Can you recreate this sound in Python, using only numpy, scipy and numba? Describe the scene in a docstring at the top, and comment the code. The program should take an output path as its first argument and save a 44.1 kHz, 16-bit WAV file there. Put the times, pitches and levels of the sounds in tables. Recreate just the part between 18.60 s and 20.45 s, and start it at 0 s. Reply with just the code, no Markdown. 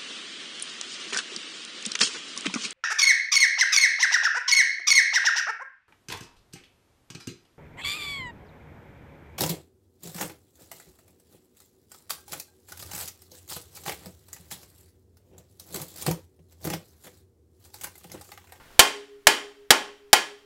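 """Four hard metallic blows ring out in a small workshop, over two faint touches and a low room tone.
A steel hammer drives a drift bar against a bearing in an aluminium bicycle frame. Filtered noise makes
the crack and the room's wash; decaying sines ring the bar and hum the frame tubes; shaped noise is the room
tone. The camera's single microphone has a gain control that pulls the room tone down after the
first blow and reacts too late for the first milliseconds of every blow, which overload."""
import sys
import numpy as np
from scipy import signal
from scipy.fft import rfft, irfft
from scipy.io import wavfile
from scipy.ndimage import uniform_filter1d
from numba import njit

SR = 44100
rng = np.random.default_rng(int(sys.argv[2]) if len(sys.argv) > 2 else 0)


def makeup_ratio(level_db):
    """Linear amplitude ratio for a level in decibels (20 dB per factor of ten)."""
    decades = np.asarray(level_db, float) / 20
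    return 10 ** decades


def unload_audio(sound):
    """Save the sound as a 16-bit wav file, at the path given as the first command line argument."""
    columns = np.transpose(np.atleast_2d(sound))
    # keep every value between -1 and 1, then stretch to whole-number steps
    steps = np.round(np.clip(columns, -1, 1) * 32767)
    wavfile.write(sys.argv[1], SR, steps.astype(np.int16))


N = 81585  # length in samples

# Moments of the four hammer blows: start_s
BLOW_START = [.1929, .6697, 1.1055, 1.5302]
# Hammer blows, one row each: force_db, brightness (dB per octave about 2 kHz), crack_s (decay constant), hum_db
BLOWS = [(-2.5, -0.5, 0.0066, 2), (-4, -1, .004, 0.5), (-5.5, -2, 0.0062, -0.5), (-5, -1, 0.0052, -1)]
THIN_HZ = 330  # slim tubes radiate little below this


def hammer_blows(t):
    """All blows in the workshop; each new blow stops the frame hum of the last."""
    clang, hum = 0, 0
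    stops = BLOW_START[1:] + [np.inf]
    for start, stop, settings in zip(BLOW_START, stops, BLOWS):
        one_clang, one_hum = blow(t - start, *settings)
        clang = clang + one_clang
        hum = hum + one_hum * (t < stop)
    thin = signal.butter(2, THIN_HZ, "high", fs=SR, output="sos")
    return signal.sosfilt(thin, clang) + hum


def blow(t, force_db, tilt_db, crack_s, hum_db):
    """One impact at t = 0: returns its clang (crack, bar, shell, wash) and its frame hum, both scaled by force."""
    clang = crack(t, tilt_db, crack_s) + bar_ring(t, tilt_db) + shell_thud(t) + wash(t, tilt_db)
    return makeup_ratio(force_db) * clang, makeup_ratio(force_db) * frame_hum(t, hum_db)


# Spectrum of the steel contact, relative: pitch_hz, level_db (per Hz)
CONTACT = [(24, -41), (40, -21.5), (881, -7.5), (2640, -6), (3140, -4), (5310, -8.5), (7910, -7),
           (10200, -8.5), (11800, -9.5), (15500, -19.5)]
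# Short broad resonances of the knock, added to that spectrum: pitch_hz, width_hz, level_db
KNOCK = [(700, 90, 0), (828, 89, 3.5), (1850, 250, 3.5), (2710, 77, 3.5), (3135, 190, 7.5),
         (4710, 150, 6.5), (5550, 380, 6.5), (7120, 40, 10), (9300, 100, 4), (11700, 200, 5.5),
         (15600, 440, 5.5)]


def contact_noise(n, tilt_db):
    """Broadband noise of steel on steel, coloured by the resonances of the knock, rms 1."""
    return colour(rng.standard_normal(n), CONTACT, tilt_db, KNOCK)


def crack(t, tilt_db, crack_s):
    """The contact itself: noise that rises in 0.15 ms and dies exponentially."""
    gain_db = 20
    rise = np.clip(t / .00015, 0, 1)
    decay = (t >= 0) * np.exp(-np.maximum(t, 0) / crack_s)
    return makeup_ratio(gain_db) * contact_noise(len(t), tilt_db) * decay * rise


# Modes of bar and frame: pitch_hz, level_db (relative), t60_s
RING = [(750, -14, .25), (829, -11, .27), (900, -10, .25), (1048, -13, .3), (1087, -12, .32),
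        (1220, -17, .26), (1404, -11, .25), (1530, -12, .27), (1690, -8, .29), (1730, -12, .24),
        (1925, -13, .24), (2090, -13, .3), (2190, -13, .26), (2430, -14, .3), (2465, -13, .28),
        (2948, -12, .29), (3050, -15, .25), (3160, -14, .27), (3208, -14, .29), (4091, -16, .26),
        (4520, -10, .22), (5018, -14, .18), (6180, -17, .24), (6700, -18, .22), (7020, -17, .25),
        (8150, -17, .17)]
RING_ROUGH_DB, RING_ROUGH_HZ = 4, 45  # loose contact makes every mode flutter


def bar_ring(t, tilt_db):
    """Ringing bar and frame: decaying modes whose levels and phases vary from blow to blow."""
    gain_db, scatter_db = 1.5, 1
    chance = rng.random((len(RING), 2))
    tilt = tilt_db * np.log2(np.array(RING)[:, 0] / 2000)
    extra_db = tilt + scatter_db * (2 * chance[:, 0] - 1)
    return makeup_ratio(gain_db) * modes(t, RING, extra_db, 2 * np.pi * chance[:, 1], RING_ROUGH_DB)


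# Short modes of the clamped shell: pitch_hz, level_db (relative), t60_s
THUD = [(662, -3.5, .04), (779, -2, 0.024), (870.4, -2, .045), (1692, -5.5, 0.021), (2370, 0.5, .03)]


def shell_thud(t):
    """The clamped shell gives a few heavily damped modes, all starting at zero phase."""
    gain_db = 8
    return makeup_ratio(gain_db) * modes(t, THUD, np.zeros(len(THUD)), np.zeros(len(THUD)))


# Long low modes of the frame tubes: pitch_hz, level_db (before the blow's hum and force), t60_s
HUM = [(283.5, -34, 1.3), (407, -28, 2), (413.3, -21.5, 1.2), (494, -38, .5), (571, -37, .5)]


def frame_hum(t, hum_db):
    """Humming tubes: slow decaying sines, of which the close pair beats."""
    pair_lag = np.pi / 2  # two bending planes of one tube, the upper a quarter cycle late
    return modes(t, HUM, np.full(len(HUM), hum_db), [0, 0, -pair_lag, 0, 0])


# Reverberation of the workshop: pitch_hz, level_db (relative), t60_s
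ROOM = [(60, -3, .3), (150, 0, 0.45), (350, 7.5, 0.32), (800, -2, 0.34), (2000, -2, 0.35), (4800, -5, 0.32),
        (8000, -6.5, 0.29), (12000, -8, 0.2), (14500, -7, 0.19), (17000, -5.5, .2)]


def wash(t, tilt_db):
    """Dense overtones of the frame and reflections of the room, each half octave dying at its own rate."""
    gain_db, build_s = 3, 0.002
    late_db, late_stretch = -22.5, 2.135  # a weaker, slower second stage of the decay
    n = SR // 2 + SR // 4
    u = np.arange(n) / SR
    spectrum = rfft(contact_noise(n, tilt_db))
    hz = np.arange(n // 2 + 1) * SR / n + 1e-9
    out = 0
    for centre in 45 * 2 ** np.arange(0, 9, .5):
        share = np.clip(1 - 2 * np.abs(np.log2(hz / centre)), 0, 1)
        band = irfft(spectrum * share, n) * makeup_ratio(read(ROOM, centre))
        t60 = max(read(ROOM, centre, column=2), .02)
        out = out + band * (fade(u, t60) + makeup_ratio(late_db) * fade(u, late_stretch * t60))
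    out = out * (1 - np.exp(-u / build_s))
    # place it at t = 0: the first sample is zero, so earlier times stay silent
    k = np.round(t * SR).astype(int)
    return makeup_ratio(gain_db) * out[np.clip(k, 0, n - 1)] * (k < n)


# Light touches of the bar on the frame: start_s, force_db (before the band filter), t60_s (glove damping)
TOUCHES = [(-.02, -42, .4), (.1043, -58.5, .06)]
# Band the touches are heard in: low and high edge in Hz
TOUCH_BAND = [850, 1900]


def light_touches(t):
    """Faint contacts of the bar: the clang of a small blow, damped by the glove and confined to a band."""
    out = 0
    for start, force_db, t60 in TOUCHES:
        clang, _ = blow(t - start, force_db, 0., .0007, 0)
        out = out + clang * fade(t - start, t60)
    return signal.sosfilt(signal.butter(2, TOUCH_BAND, "band", fs=SR, output="sos"), out)


# Spectrum of the empty workshop, relative: pitch_hz, level_db (per Hz)
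TONE = [(25, 2), (75, -4), (200, -11), (400, -8), (800, -12.5), (1600, -11.5), (3000, -16.5), (8000, -25),
        (15500, -26), (20000, -37)]


def room_tone(n):
    """Steady hiss and rumble: shaped noise whose level wavers slightly."""
    tone_db = -54  # rms ahead of the gain control
    waver_db = walk(n, 25)
    return makeup_ratio(tone_db + waver_db) * colour(rng.standard_normal(n), TONE)


def modes(t, table, extra_db, phase, rough_db=0.):
    """Sum of struck resonances: decaying sines started at t = 0, with levels that may flutter."""
    out = 0
    for (hz, db, t60), extra, p in zip(table, extra_db, phase):
        level = makeup_ratio(db + extra + rough_db * walk(len(t), RING_ROUGH_HZ))
        out = out + level * fade(t, t60) * np.sin(2 * np.pi * hz * t + p)
    return out


def fade(t, t60):
    """Exponential decay, 60 dB down after t60 s, silent before zero."""
    return (t >= 0) * np.exp(-np.log(1000) * np.maximum(t, 0) / t60)


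def walk(n, rate_hz):
    """Random levels held 1 / rate s and slewed."""
    k = int(SR / rate_hz)
    held = rng.standard_normal(n // 100)[np.arange(n) // k]
    return uniform_filter1d(held, k)


def read(table, hz, column=1):
    """Table column on a log-frequency axis."""
    table = np.array(table)
    return np.interp(np.log(np.maximum(hz, 1)), np.log(table[:, 0]), table[:, column])


def colour(x, table, tilt_db=0., bumps=()):
    """Noise shaped by a spectrum, a tilt about 2 kHz and resonant bumps, rms 1."""
    hz = np.arange(len(x) // 2 + 1) * SR / len(x)
    db = read(table, hz) + tilt_db * np.log2(np.maximum(hz, 50) / 2000)
    for centre, width, height_db in bumps:
        db = db + height_db / (1 + (2 * (hz - centre) / width) ** 2)
    y = irfft(rfft(x) * makeup_ratio(db), len(x))
    return y / np.sqrt(np.mean(y ** 2))


def scene():
    """Blows and touches over the room tone, one channel."""
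    t = np.arange(N) / SR
    return (hammer_blows(t) + light_touches(t) + room_tone(N))[None]


@njit
def follow(x, attack, release):
    """Level follower, quick up and slow down."""
    e, out = 1e-4, np.empty(len(x))
    for i in range(len(x)):
        e += (abs(x[i]) - e) * (attack if abs(x[i]) > e else release)
        out[i] = e
    return out


def gain_control(dry):
    """Compresses what exceeds a threshold; its follower lags the onset of each blow."""
    top_db, ratio, attack_s, release_s = -10.5, 2.338, .005, 1.8
    level = follow(dry[0], 1 / (attack_s * SR), 1 / (release_s * SR))
    return dry * np.minimum(1, makeup_ratio(top_db) / level) ** (1 - 1 / ratio)


def band_limit(x):
    """A steep low-pass at the top of the band."""
    return signal.sosfilt(signal.butter(12, 15660, fs=SR, output="sos"), x)


def record(dry):
    """The camera's microphone channel: lagging gain control, overload, steep cut of the top."""
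    x = np.clip(gain_control(dry), -1, 1)
    top_cut = signal.ellip(8, .2, 60, 16100, fs=SR, output="sos")  # edge in Hz
    x = signal.sosfilt(top_cut, x)
    return band_limit(np.clip(x, -1, 1))


dry = scene()
out = record(dry)
unload_audio(out)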